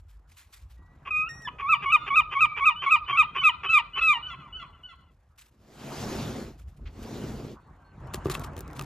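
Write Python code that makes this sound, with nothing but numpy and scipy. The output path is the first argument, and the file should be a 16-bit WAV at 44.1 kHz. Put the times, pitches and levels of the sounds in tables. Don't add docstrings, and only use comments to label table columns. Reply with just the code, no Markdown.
import sys
import numpy as np
from scipy import signal
from scipy.fft import rfft, irfft, next_fast_len
from scipy.io import wavfile
from scipy.ndimage import uniform_filter1d, map_coordinates

SR = 44100
rng = np.random.default_rng(int(sys.argv[2]) if len(sys.argv) > 2 else 0)


def transcribe(u):
    v = np.clip(np.atleast_2d(u).T, -1, 1)
    q = np.round(v * 32767).astype(np.int16)
    wavfile.write(sys.argv[1], SR, q)


def attenuation_scalar(level_db):
    decades = np.asarray(level_db, float) / 20
    return 10 ** decades


N = 390285

# start, low lead-in, hold on top and sag in seconds, lead-in level in dB.
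YELPS = [
    (1.621, 0.073, .024, 0.025, -32),
    (1.861, 0.06, 0.0012, 0.038, -25),
    (2.106, 0.054, 0.0011, 0.042, -25.5),
    (2.355, 0.054, .001, 0.041, -24),
    (2.61, 0.046, 0.0012, 0.039, -24),
    (2.865, 0.045, 0.00069, 0.044, -23),
    (3.131, .045, 0.00061, .044, -25.5),
    (3.419, 0.021, 0.0011, 0.049, -31),
    (3.692, 0.013, .023, 0.054, -26.5),
    (4.016, 0.013, 0.03544, 0.066, -24.5),
]
# top in Hz and in dB over the rule, collapse in seconds, collapse in dB over the rule.
EFFORTS = [
    (-30, 0, .02, -3),
    (4, 0, 0.018, -1.5),
    (5, 0, 0.015, 1.5),
    (2.5, 0, 0.0097, -0.5),
    (-1.5, 0.5, 0.033, -3),
    (3, 0.5, 0.017, 1.5),
    (5, 0.5, 0.014, 1.5),
    (4, 0, 0.022, 1),
    (-2, 0, 0.024, 2),
    (-1.5, 0, 0.051, -1),
]
# time in seconds, pitch in Hz, level in dB.
OPENING_NOTE = [
    (1.11, 1269, -26),
    (1.13, 1232, -27.5),
    (1.17, 1241, -24.5),
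    (1.22, 1252, -24),
    (1.245, 1272, -31),
    (1.26, 1300, -38),
    (1.282, 1390, -36.5),
]
# time in seconds, pitch in Hz, level in dB.
SQUEAL = [
    (1.292, 1870, -43.5),
    (1.31, 1856, -41.5),
    (1.36, 1886, -52),
    (1.41, 1900, -54.5),
    (1.436, 1892, -50.5),
    (1.447, 1850, -54),
    (1.455, 1782, -38),
    (1.474, 1680, -41.5),
]
# time in seconds, pitch in Hz, level in dB.
SNAP = [
    (1.478, 1011, -30.5),
    (1.488, 976, -36),
]
# multiple of the pitch, level in dB.
SQUEAL_ORDERS = [(1, -1.5), (2, -24.5), (3, -10), (4, -18.5), (5, -16), (6, -29.5), (7, -41)]
# pitch in Hz, level in dB.
SECOND_PARTIAL = [(940, -13.5), (1040, -12.5), (1110, -8), (1200, -4), (1240, 2), (1280, 1.5), (1340, 5)]
# frequency in Hz, level in dB.
BEAK = [(2850, 8.5), (3050, 10), (3250, -15), (3400, -22.5), (3650, -20), (3850, -31.5), (4000, -35.5),
        (4400, -37), (5000, -48), (6200, -44), (7400, -37.5), (8700, -39.5), (10000, -59.5), (11200, -37.5),
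        (12600, -64.5), (15000, -80)]
# time in seconds, brightness in dB.
TURN = [
    (1.2, 8.5),
    (1.26, -3.5),
    (1.65, -5),
    (1.7, -7),
    (1.72, 2.5),
    (2, 2),
    (3.2, 2),
    (3.45, 5),
    (4.1, 6.5),
]
# share of the sag from 0 to 1, pitch in Hz from the top, level in dB.
SAG = [
    (.33, -64, -14),
    (.8, -125, -14.5),
    (1, -150, -14.5),
]
# start in seconds, length in seconds, level in dB.
CROAKS = [(1.049, 0.052, -43), (1.476, 0.02, -42), (1.582, 0.041, -40), (1.82, 0.037, -36.5),
          (2.062, 0.034, -34), (2.311, 0.04, -35), (2.561, 0.045, -33.5), (2.816, 0.041, -34.5),
          (3.076, 0.048, -33.5), (3.346, 0.046, -33), (3.63, 0.039, -33.5), (3.953, 0.052, -35.5)]
# start in seconds, length in seconds, pitch in Hz, level in dB.
CATCHES = [(1.08, 0.014, 1218, -39), (1.6, .012, 1130, -42.5), (1.84, 0.01, 1202, -44.5),
           (2.085, 0.01, 1207, -41.5), (2.336, .012, 1209, -42), (2.591, 0.011, 1191, -40.5),
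           (2.843, 0.013, 1170, -38), (3.105, 0.011, 1170, -38), (3.379, 0.016, 1207, -36),
           (3.659, 0.015, 1270, -29.5), (3.983, 0.017, 1305, -25.5)]
# frequency in Hz, width in Hz, level in dB.
THROAT = [(374, 47, -13.5), (1114, 55.5, 7.5), (2500, 300, -1), (3230, 480, -13)]

LOW_HZ, DIP_HZ, STRAIN_HZ, TOP_HZ, BROKEN_HZ, SPENT_HZ = 1130.3, 1093, 1232.4, 1338.7, 1046, 931
STRAIN_DB, TOP_DB, BROKEN_DB, SPENT_DB = -26, -21, -28, -38.5
FULL_LEAD_S, SCOOP_HZ, JUMP_S, BREAK_S = .018, 50, 0.0028, 0.004
HELD_DB, TIRE_HZ_PER_S, TIRE_DB_PER_S = 0.5, 440, 43.5
CATCH_RISE_HZ = 30
RASP_DB = 15.5
FLUTTER, FLUTTER_HZ = .22, 1266
FACING_DB_PER_DB = 2.5
SLACK_HZ, SLACK_DB_PER_HZ, OCTAVE_DB_PER_HZ = 1830, 0.2, 0.1219

# start in seconds, whistle in seconds, top in Hz, whistle in dB, yap in dB.
ANSWERS = [
    (2.759, 0.072, 782, -39, -45.5),
    (3.062, 0.074, 797, -39, -46.5),
    (3.365, 0.046, 764, -34, -43.5),
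    (3.65, 0.051, 767, -34.5, -43),
    (3.933, 0.054, 761, -36.5, -41),
    (4.227, .053, 761, -36.5, -45.5),
    (4.526, 0.051, 759.5, -40, -48.5),
    (4.834, 0.035, 753, -44, -54.5),
]
# start and end in seconds, first and last pitch in Hz, level in dB.
WHISTLES = [
    (1.79, 1.84, 664, 714, -52.5),
    (1.86, 1.95, 726, 740, -44),
    (2.085, 2.105, 747, 740, -43),
    (2.3, 2.36, 750, 785, -45),
    (2.37, 2.41, 783, 776, -51.5),
    (2.46, 2.585, 574, 589, -41.5),
]
# start and end in seconds, first and last pitch in Hz, level in dB.
DOUBLED = [
    (1.97, 2.07, 711.3, 710, -53),
]
# multiple of the pitch, level in dB.
WHISTLE_ORDERS = [(2, -21.5), (4, -1), (6, -44.5)]
# multiple of the pitch, level in dB.
DOUBLED_ORDERS = [(1, -20), (2, 1), (3, -5), (4, -6), (5, -3.5), (6, -25.5), (8, -32), (10, -31.5),
                  (12, -36.5), (13, -32.5)]
# start and end in seconds, first and last pitch in Hz, level in dB.
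GULPS = [
    (4.328, 4.353, 1134, 1037, -43),
    (4.62, 4.647, 1153, 1046, -44.5),
    (4.923, 4.948, 1136, 1020, -56.5),
]
# multiple of the pitch, level in dB.
GULP_ORDERS = [(1, 0), (2, -18), (3, -13)]
# start in seconds, length in seconds, level in dB.
GRUNTS = [
    (4.335, 0.018, -47.5),
    (4.63, 0.028, -55.5),
    (4.928, 0.017, -65),
]
SLIDE_ORDERS, SLIDE_DB = [(2, -2), (4, 1.5), (6, -22), (8, -24)], -4
CLIMB_HZ_PER_S, EASY_S = 450, 0.044
YAP_GAP_S, YAP_S, YAP_FIRST_HZ, YAP_LAST_HZ = 0.02, .04, 692, 661.5

# start and end in seconds,
# first and last pitch in Hz, level in dB.
DISTANT = [
    (.77, .96, 1906, 1956, -68.5),
    (7.59, 7.69, 4460, 4460, -87),
    (7.6, 7.69, 4320, 4300, -85.5),
    (7.8, 7.95, 1595, 1524, -67),
    (7.845, 7.885, 4270, 4330, -72.5),
    (7.88, 7.925, 4340, 4220, -76.5),
    (8.068, 8.09, 3050, 2950, -66),
    (8.07, 8.09, 4200, 4150, -76),
    (8.068, 8.088, 5560, 5520, -76),
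]
# delay in seconds, level in dB.
GABLES = [
    (0.012, -25),
    (.07, -18.5),
    (0.122, -19.5),
    (.165, -22.5),
    (.195, -27.5),
]
# delay in seconds, level in dB.
TERRACES = [
    (.07, -30.5),
    (.325, -26.5),
    (.51, -31),
]
# frequency in Hz, time to fall 60 dB in seconds.
ROOFS = [(300, 0.23), (1200, 0.35), (3000, 0.18), (4400, 0.51), (5200, 0.085), (9000, 0.053)]
# frequency in Hz, level in dB.
SLATES = [(3800, -2), (4100, 11.5), (4500, 6), (4900, 6.5)]
TERRACE_OCTAVE_DB, SMEAR_S = -12, 0.018

# time in seconds, peak, thud and ring in dB, tilt in dB per octave.
TAPS = [(8.138, -33, -52, -4, 0), (8.1438, -26, -28.5, -0.5, 0.5), (8.25, -46, -60, -15, 1.5),
        (8.2568, -41.5, -16.5, 9.5, -2), (8.2691, -41.5, -21.5, 1, 0), (8.285, -54, -27, -10, 1),
        (8.2986, -28.5, -24, 6, 1.5), (8.3512, -27.5, -38, 0, -5.5), (8.3953, -38.5, -51, -17, 4.5),
        (8.4186, -51, -48, 3, -9.5), (8.4458, -39, -39, 6, 1.5), (8.5334, -53.5, -60, 0, -1.5),
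        (8.5658, -41.5, -44, -2, 3), (8.579, -43.5, -58, -6, 3), (8.591, -43.5, -39, -11, 7),
        (8.6066, -41.5, -39.5, -13, 7), (8.6787, -46.5, -62, -12, 1), (8.702, -52, -52, 0.5, -5),
        (8.711, -54, -63, -12, 3), (8.7317, -46.5, -61, -17, 2.5), (8.7708, -49, -62, -4, -1),
        (8.788, -49, -60, -8, -1), (8.794, -29.5, -52, -4, -1), (8.812, -33.5, -40.5, 0.5, -0.5),
        (8.823, -43, -51, -14, 6), (8.843, -47, -55, -10, -0.5)]
# frequency in Hz, level in dB, time to fall 60 dB in seconds.
PANE = [(1170, 4, 0.032), (2580, -1, 0.02), (3300, -4, 0.013), (4200, -25, 0.016), (5500, -22, 0.0074),
        (7600, -28, 0.0053)]
# frequency in Hz, width in Hz, level in dB.
SILL = [(85.4, 36, -4.5), (133.5, 29, -2.5), (370, 55, -3), (1080, 260, -29)]
SILL_LEAN_DB, SILL_FROM_S = .9, 7.95

# start, hardest moment and letting go in seconds, frame in dB, rub in dB.
SASH = [
    (5.569, 6.223, 6.38, -34.5, -43.5),
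    (6.79, 6.83, 6.74, -51.5, -85),
    (6.808, 7.285, 7.45, -37, -50.5),
]
# frequency in Hz, level in dB per Hz.
FRAME = [(60, -14.5), (140, 3.5), (175, -8), (220, 2), (290, -5.5), (350, -4.5), (520, -10), (800, -25),
         (1300, -27), (2000, -65), (9000, -100)]
# frequency in Hz, level in dB per Hz.
RUB = [(400, -12), (700, -4.5), (1330, -11), (1740, -14), (5500, -19), (8600, -22.5), (12500, -23.5),
       (14700, -42), (15500, -70)]
RELEASE_S, STOP_S = 0.21, 7.53
SASH_SHOT = slice(5 * SR, 8 * SR)

# start in seconds, length in seconds, level in dB.
CLOTH = [(.0, 0.015, -70.5), (0.082, 0.088, -70), (0.274, 0.35, -68.5), (0.366, 0.078, -59.5),
         (0.524, 0.11, -59), (0.695, 0.083, -66), (1.42, 0.0071, -55), (5.375, 0.062, -57.5),
         (5.41, 0.046, -62.5), (5.445, 0.058, -68.5), (6.574, 0.073, -64.5), (6.672, 0.069, -69),
         (6.763, 0.047, -73), (7.025, 0.021, -52.5), (8, 0.027, -78), (8.07, 0.015, -70),
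         (8.133, 0.049, -49), (8.244, 0.056, -55.5), (8.299, 0.02, -38), (8.312, 0.033, -43.5),
         (8.338, 0.049, -44), (8.394, 0.058, -55.5), (8.434, 0.047, -51.5), (8.574, 0.053, -60),
         (8.748, 0.063, -56), (8.835, 0.0091, -55)]
# start in seconds, length in seconds, level in dB.
SCUFFS = [
    (6.815, 0.026, -70.5),
    (6.854, 0.052, -50),
]
# frequency in Hz, level in dB per Hz.
RUSTLE = [(400, -41.5), (800, -16.5), (1300, -7), (2400, -6.5), (6300, -12.5), (9000, -8), (12000, -7.5),
          (13300, -21), (14300, -35.5), (15200, -59)]

# time in seconds, level in dB.
TOWN = [(0, -71), (.7, -69.5), (1.05, -56), (2, -54.5), (2.9, -58), (3.7, -56.5), (4.6, -57), (5.1, -70),
        (5.6, -75), (6.7, -66.5), (7.55, -57), (7.9, -58.5), (8.05, -45), (8.2, -40.5), (8.3, -34.5),
        (8.55, -44), (8.85, -40.5)]
# frequency in Hz, level in dB per Hz.
RUMBLE = [(20, -47), (32, -23), (45, 0), (62, -2.5), (90, -4), (130, -21), (200, -57), (1500, -110)]
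# frequency in Hz, level in dB per Hz.
DRONE = [(70, -28.5), (130, 2), (200, -8), (400, -16.5), (800, -23.5), (1500, -58.5), (7000, -110)]
# frequency in Hz, level in dB per Hz.
HISS = [(180, -41.5), (300, -4.5), (351, -13), (1030, -4.5), (1320, -8), (2840, -25), (4200, -33.5),
        (4700, -37.5), (9000, -34.5), (11700, -72), (19800, -120)]
# start and end in seconds, first and last pitch in Hz, level in dB.
HUMS = [
    (.02, .3, 59, 59.8, -56.5),
    (.62, .82, 69.8, 70, -49.5),
    (1.7, 2.55, 151.3, 152.8, -60),
]
# time in seconds, level in dB.
TREADS = [
    (0, -51.5),
    (.62, -54),
]
# from and to in seconds, rumble in dB, drone in dB.
STOOL = (6, 7.5, -52.5, -59.5)
TREAD_RISE_S, TREAD_T60_S = 0.075, 0.83
RUMBLE_DB, RUMBLE_GROWS, HISS_DB, HISS_GROWS = -58.5, 0.75, -66, 0.84

# frequency in Hz, left-right likeness from 0 to 1.
ALIKE = [(100, .9995), (180, .99), (350, .91), (700, .84), (1500, .8), (5000, .82), (9100, .999),
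         (11000, .999), (13000, .93)]
# frequency in Hz, radians the left port leads.
PORTS = [(700, 0), (1150, -.3), (2300, .5), (4800, .6), (7000, 1.2), (9150, 3.11), (11000, 3.17),
         (12000, 4.1), (13600, 5.6), (15800, 6.4)]
# frequency in Hz, left over right in dB.
LEAN = [(500, 0), (800, 1.3), (1000, .6), (1200, -1.4), (1700, -.5), (2300, 0)]
LEFT_RIGHT = np.array([[1], [-1]])


def unit(x):
    return x / np.sqrt(np.mean(x ** 2) + 1e-20)


def along(points, hz):
    f, v = np.transpose(points)
    return np.interp(np.log(hz + 1), np.log(f + 1), v)


def curves(rows, fade):
    s, *cols = np.transpose(rows)
    s = np.r_[s[0] - fade, s, s[-1] + fade]
    return [np.interp(np.arange(N) / SR, s, np.r_[-120, c, -120]) for c in cols]


def wobble(rate, size=N):
    knots = rng.standard_normal(int(size * rate / SR) + 4)
    return map_coordinates(knots, [np.arange(size) * rate / SR])


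def filtered(x, response):
    m = next_fast_len(x.shape[-1] + SR // 2 + 2048)
    return irfft(rfft(x, m) * response(np.fft.rfftfreq(m, 1 / SR)), m)[..., :x.shape[-1]]


def resonances(modes):
    def response(f):
        total = 0
        for k, (c, w, db) in enumerate(modes):
            total = total + (-1) ** k * attenuation_scalar(db) * 1j * f * w / (c * c - f * f + 1j * f * w)
        return total
    return response


def rush(spectrum, spiky_db, patchy_db, size=N):
    raw = rng.standard_normal((2, size)) * attenuation_scalar(spiky_db * wobble(700, size=size))
    z = signal.stft(raw, nperseg=512)[2]
    field = rng.standard_normal(z.shape[1:])
    field = uniform_filter1d(uniform_filter1d(field, 6, 0), 8, 1)
    pair = signal.istft(z * attenuation_scalar(patchy_db * unit(field)), nperseg=512)[1][:, :size]

    def spread(hz):
        angle = np.arccos(np.clip(along(ALIKE, hz), -1, 1)) / 2
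        return attenuation_scalar(along(spectrum, hz)) * [np.cos(angle), np.sin(angle)]
    mid, side = filtered(pair, spread)
    return unit(np.array([mid + side, mid - side]))


def add(track, start, sound):
    track[round(start * SR):][:len(sound)] += sound


def note(rows, edge, jitter):
    s, *cols = np.transpose(rows)
    t = np.arange(s[0] - edge, s[-1] + edge, 1 / SR)
    hz, *rest = [uniform_filter1d(np.interp(t, s, c), size=130) for c in cols]
    phase = 2 * np.pi * np.cumsum(hz * (1 + jitter * wobble(260, size=len(t)))) / SR
    fade = np.clip(np.minimum(t - t[0], t[-1] - t) / edge, 0, 1) ** 2
    return t, phase, fade, hz, rest


def yelp(start, lead, hold, sag, lead_db, lift_hz, lift_db, tail, tail_db):
    jump, extra = start + lead, hold + sag - .04
    top_hz = TOP_HZ - TIRE_HZ_PER_S * extra + lift_hz
    top_end, low = jump + hold, jump + hold + sag + BREAK_S
    rows = [(start, LOW_HZ, lead_db), (start + .45 * lead, DIP_HZ, lead_db), (jump - JUMP_S, STRAIN_HZ, STRAIN_DB)]
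    if lead < FULL_LEAD_S:
        rows = [(start, top_hz - SCOOP_HZ, lead_db)]
    rows += [(jump, top_hz, TOP_DB), (top_end, top_hz, TOP_DB + HELD_DB * (hold > .01))]
    for share, hz, db in SAG:
        tired_db = TIRE_DB_PER_S * extra * (.5 + share)
        rows.append((top_end + share * sag, top_hz + hz, db + lift_db - tired_db))
    collapse = [(low, BROKEN_HZ, BROKEN_DB + tail_db),
                (low + 0.45 * tail, SPENT_HZ + 15, BROKEN_DB + tail_db - 3.5),
                (low + tail, SPENT_HZ, SPENT_DB + tail_db)]
    return [rows, collapse]


def sung(rows):
    t, phase, fade, hz, (db,) = note(rows, edge=0.007, jitter=0.0035)
    size = len(t)
    turn_db = np.interp(t, *np.transpose(TURN))
    second_db = along(SECOND_PARTIAL, hz) + turn_db
    first = attenuation_scalar(db) * np.sqrt(2 / (1 + attenuation_scalar(2 * second_db)))
    voice = np.sin(phase) + attenuation_scalar(second_db) * np.sin(2 * phase - .4)
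    for k in range(3, 12):
        if k == 3:
            facing_db = FACING_DB_PER_DB * (hz > STRAIN_HZ) * np.maximum(turn_db - 4, 0) * (t > 2)
            effort_db = facing_db - 12 * (t < SQUEAL[0][0])
        else:
            effort_db = .9 * (db + 17 + turn_db) + RASP_DB * (hz < 1060)
        level_db = second_db + along(BEAK, k * hz) + effort_db + 2.4 * wobble(60, size=size)
        voice += attenuation_scalar(level_db) * np.sin(k * phase + k)
    cracked = np.clip(np.abs(np.gradient(hz)) / 0.81, 0, 1) ** 2
    cracked = np.maximum(cracked, .45 * (hz < 1060))
    flutter = 0.1 + FLUTTER * np.clip((FLUTTER_HZ - hz) / 70, 0, 1)
    shake = flutter * np.tanh(wobble(120, size=size)) + .5 * cracked * wobble(350, size=size)
    breath = attenuation_scalar(-35) * np.diff(rng.standard_normal(size + 1)) * (1 + np.sin(phase))
    breath = uniform_filter1d(uniform_filter1d(breath, size=3), size=4)
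    return t[0], first * fade * (voice * (1 + shake) + (1 + 4.5 * cracked) * breath)


def squeal():
    t, phase, fade, hz, (db,) = note(SQUEAL, edge=0.0057, jitter=0.0018)
    slack_hz = np.minimum(hz - SLACK_HZ, 0)
    stack = 0
    for k, level in SQUEAL_ORDERS:
        slope = SLACK_DB_PER_HZ * (k > 2) - OCTAVE_DB_PER_HZ * (k == 2)
        stack = stack + attenuation_scalar(level + slope * slack_hz + 1.6 * wobble(23, size=len(t))) * np.sin(k * phase)
    return t[0], 2.1 * attenuation_scalar(db) * fade * stack


def yelps():
    out = np.zeros(N + SR)
    notes = [OPENING_NOTE, SNAP]
    for s, length, hz, db in CATCHES:
        notes.append([(s, hz, db - 3), (s + .5 * length, hz + CATCH_RISE_HZ, db), (s + length, hz, db - 2.5)])
    for row, more in zip(YELPS, EFFORTS):
        notes += yelp(*row, *more)
    for rows in notes:
        add(out, *sung(rows))
    add(out, *squeal())
    return out[:N]


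def croaks(table, pulse_hz):
    drive = np.zeros(N + SR)
    for start, length, db in table:
        u = np.arange(round(length * SR)) / (length * SR)
        beat = np.cumsum(pulse_hz * attenuation_scalar(1.7 * wobble(120, size=len(u)))) / SR
        pulses = np.diff(np.floor(beat), prepend=0) * attenuation_scalar(2.8 * wobble(300, size=len(u)))
        puff = .04 * rng.standard_normal(len(u)) * attenuation_scalar(4 * wobble(250, size=len(u)))
        swell = np.clip(u / 0.08, 0, 1) * (0.17 + u) * np.clip((1 - u) / 0.42, 0, 1)
        add(drive, start, attenuation_scalar(db + 22.5) * swell * unit(pulses + puff))

    def throat(hz):
        return resonances(THROAT)(hz) / (1 + (hz / 4400) ** 6) ** .5 + attenuation_scalar(-41.5) / (1 + (hz / 7000) ** 8)
    return filtered(drive[:N], throat)


def answers():
    high, yaps, slides = [], [], []
    for s, length, top_hz, whistle_db, yap_db in ANSWERS:
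        end = s + length
        yap = end + YAP_GAP_S
        high.append((s, end, top_hz - CLIMB_HZ_PER_S * length * length / EASY_S, top_hz, whistle_db))
        yaps.append((yap, yap + YAP_S, YAP_FIRST_HZ, YAP_LAST_HZ, yap_db))
        slides.append((end - .008, yap + .014, top_hz, YAP_FIRST_HZ, yap_db + SLIDE_DB))
    out = cries(slides, SLIDE_ORDERS, jitter=0.0026)
    out += cries(GULPS, GULP_ORDERS, jitter=0.011)
    out += cries(WHISTLES + high, WHISTLE_ORDERS, jitter=0.0069, droop=0.014)
    out += cries(DOUBLED + yaps, DOUBLED_ORDERS, jitter=0.0022)
    return out + croaks(GRUNTS, pulse_hz=368.4)


def cries(table, orders, jitter, droop=0):
    out = np.zeros(N + SR)
    for start, end, first_hz, last_hz, db in table:
        rows = [(start + 0.0034, first_hz, db - 2.0),
                (start + 0.88 * (end - start), last_hz, db),
                (end - .006, last_hz * (1 - droop), db + 0.5)]
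        t, phase, fade, hz, (level_db,) = note(rows, edge=0.0075, jitter=jitter)
        stack = 0
        for k, share_db in orders:
            stack = stack + attenuation_scalar(share_db + (1 + .22 * k) * wobble(50, size=len(t))) * np.sin(k * phase + k)
        add(out, t[0], 1.72 * attenuation_scalar(level_db) * fade * stack)
    return out[:N]


def taps():
    click, blows, t = np.zeros(N + SR), np.zeros(N), np.arange(SR // 8) / SR
    for s, db, thud_db, ring_db, tilt_db in TAPS:
        ring = 0
        for hz, level, t60 in PANE:
            decay = attenuation_scalar(level + ring_db + rng.normal(0, 3.4) - 60 * t / t60)
            ring = ring + decay * np.sin(2 * np.pi * hz * (1 + rng.normal(0, 0.044)) * t)
        crack = (attenuation_scalar(-60 * t / 0.009) + 0.053 * attenuation_scalar(-60 * t / 0.12)) * rng.standard_normal(len(t))
        hit = np.clip(t / 0.00022, 0, 1) * (0.29 * ring + crack)
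        tilted = filtered(hit, lambda hz: attenuation_scalar(tilt_db * np.log2((hz + 600) / 5000)))
        add(click, s, attenuation_scalar(db - 2.5) * tilted)
        add(blows, s, attenuation_scalar(thud_db + 20.5) * np.hanning(40))
    soft = filtered(click[:N], lambda hz: attenuation_scalar(along(RUSTLE, np.minimum(hz, 14000)) * .5))
    return attenuation_scalar(11.5 + SILL_LEAN_DB * LEFT_RIGHT) * soft + filtered(blows, resonances(SILL))


def pushes(column, quick, rise_db, sag_db, fall_db):
    t, gain = np.arange(N) / SR, np.zeros(N)
    for row in SASH:
        start, hardest, free = row[:3]
        early = np.clip(1 - (t - start) / (quick * (hardest - start)), 0, None)
        late = np.clip((t - hardest) / (free - hardest), 0, 1)
        after = np.clip(t - free, 0, 1) / RELEASE_S
        gain += attenuation_scalar(row[column] - rise_db * early ** 2 - sag_db * late - fall_db * after ** 2)
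    return gain * np.clip((STOP_S - t) / 0.06 + 1, 0, 1)


def sash():
    frame = pushes(column=3, quick=.99, rise_db=32, sag_db=2.1, fall_db=28)[SASH_SHOT]
    rub = pushes(column=4, quick=.75, rise_db=36, sag_db=5.5, fall_db=30)[SASH_SHOT]
    size = len(rub)
    judder_db, out = 0.88 * wobble(35, size=size), np.zeros((2, N))
    out[:, SASH_SHOT] = frame * attenuation_scalar(judder_db) * rush(FRAME, spiky_db=2.5, patchy_db=1.0, size=size)
    out[:, SASH_SHOT] += rub * attenuation_scalar(4.0 + 0.78 * judder_db) * rush(RUB, spiky_db=-0.5, patchy_db=2.0, size=size)
    return out


def brushes(table):
    gain = np.zeros(N + SR)
    for start, length, db in table:
        u = np.arange(round(3 * length * SR)) / (length * SR)
        add(gain, start, attenuation_scalar(db + 4.5) * (1 - np.exp(-u / 0.068)) * np.exp(-(1.54 * u) ** 2))
    return gain[:N]


def cloth():
    crackle = attenuation_scalar(2.9 * wobble(97)) * rush(RUSTLE, spiky_db=-1.5, patchy_db=1.5)
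    dull = uniform_filter1d(uniform_filter1d(brushes(SCUFFS) * crackle, size=5), size=4)
    return (brushes(CLOTH) + attenuation_scalar(-82.0)) * crackle + dull


def walls(table, hz):
    spread = rng.random((len(table), 6)) * SMEAR_S
    size = rng.standard_normal((len(table), 6))
    total = 0
    for (s, db), late, row in zip(table, spread, size):
        for d, g in zip(late, row):
            total = total + attenuation_scalar(db) * g / np.linalg.norm(row) * np.exp(-2j * np.pi * hz * (s + d))
    return total


def gables(x):
    return filtered(x, lambda hz: walls(GABLES, hz) / (1 + (hz / 3500) ** 4)) * attenuation_scalar(3 * wobble(45))


def terraces(x):
    def response(hz):
        lowest = 1 / (1 + (hz / 1600) ** 8)
        octave = attenuation_scalar(TERRACE_OCTAVE_DB) / (1 + (hz / 2900) ** 12)
        return walls(TERRACES, hz) * (lowest + octave)
    return filtered(x, response) * attenuation_scalar(2.9 * wobble(35))


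def roofs(x):
    out, step = np.zeros((2, N + 2 * SR)), SR // 4
    blend = np.convolve(np.ones(step), np.hanning(2048) / np.hanning(2048).sum())
    x = filtered(x, lambda hz: attenuation_scalar(along(SLATES, hz)))
    x = np.pad(x, (2048, 2 * step))
    for i in range(2 * step, 21 * step, step):
        hz, t, z = signal.stft(rng.standard_normal((2, SR // 2)), SR, nperseg=256)
        tail = signal.istft(z * attenuation_scalar(-60 * t / along(ROOFS, hz)[:, None]), SR, nperseg=256)[1]
        tail[1] = .3 * tail[0] + .95 * tail[1]
        piece = x[None, i + 2048:][:, :len(blend)] * blend
        wet = signal.fftconvolve(piece, tail / np.linalg.norm(tail[0]), axes=1)
        out[:, i + 200:][:, :wet.shape[1]] += wet
    return out[:, :N] * attenuation_scalar(3.5 * wobble(40))


def town():
    level_db, = curves(TOWN, fade=.1)
    t = np.arange(N) / SR
    braced = np.clip(np.minimum(t - STOOL[0], STOOL[1] - t) / 0.042 + 1, 0, 1)
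    treads = 0
    for s, db in TREADS:
        rise = np.clip((t - s) / TREAD_RISE_S + 1, 0, 1)
        treads = treads + attenuation_scalar(db - 60 * np.abs(t - s) / TREAD_T60_S) * rise
    low = attenuation_scalar(RUMBLE_DB + RUMBLE_GROWS * (level_db + 56.5)) + attenuation_scalar(-75.5) + treads + attenuation_scalar(STOOL[2]) * braced
    drone = attenuation_scalar(level_db) + attenuation_scalar(STOOL[3]) * braced
    hiss = attenuation_scalar(HISS_DB + HISS_GROWS * (level_db + 57))
    out = low * attenuation_scalar(3.5) * rush(RUMBLE, spiky_db=-3.5, patchy_db=2.0)
    out += drone * rush(DRONE, spiky_db=-4.0, patchy_db=4.0)
    return out + attenuation_scalar(4.0) * hiss * rush(HISS, spiky_db=-0.4, patchy_db=3.0)


def scene():
    near = yelps() + croaks(CROAKS, pulse_hz=419.3)
    far = answers() + cries(DISTANT, [(1, -2.5), (2, -27)], jitter=0.0031)
    echoes = gables(attenuation_scalar(-21.5) * near + attenuation_scalar(2.5) * far) * attenuation_scalar(1.5 * LEFT_RIGHT)
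    echoes += roofs(attenuation_scalar(-16.5) * near + attenuation_scalar(-9.5) * far)
    echoes += terraces(near)
    gulls = near * attenuation_scalar(-.15 * LEFT_RIGHT) + far + echoes
    at_sill = np.arange(N) / SR > SILL_FROM_S
    handled = taps() + cloth() * attenuation_scalar(SILL_LEAN_DB * LEFT_RIGHT * at_sill)
    engines = cries(HUMS, [(0.87, 0.0029)], jitter=0.086)
    return gulls + handled + town() + engines + sash()


def low_pass(x):
    return signal.sosfilt(signal.butter(12, 16310, fs=SR, output="sos"), x)


def record(dry):
    def ports(hz):
        lead = np.exp(.5j * along(PORTS, hz) * LEFT_RIGHT)
        lean = attenuation_scalar(.5 * along(LEAN, hz) * (hz < 6000) * LEFT_RIGHT)
        return lead * lean * (hz < 16300) / (1 + (hz / 15200) ** 24)
    spaced = filtered(dry, ports)
    return low_pass(spaced)


dry = scene()
out = record(dry)
transcribe(out)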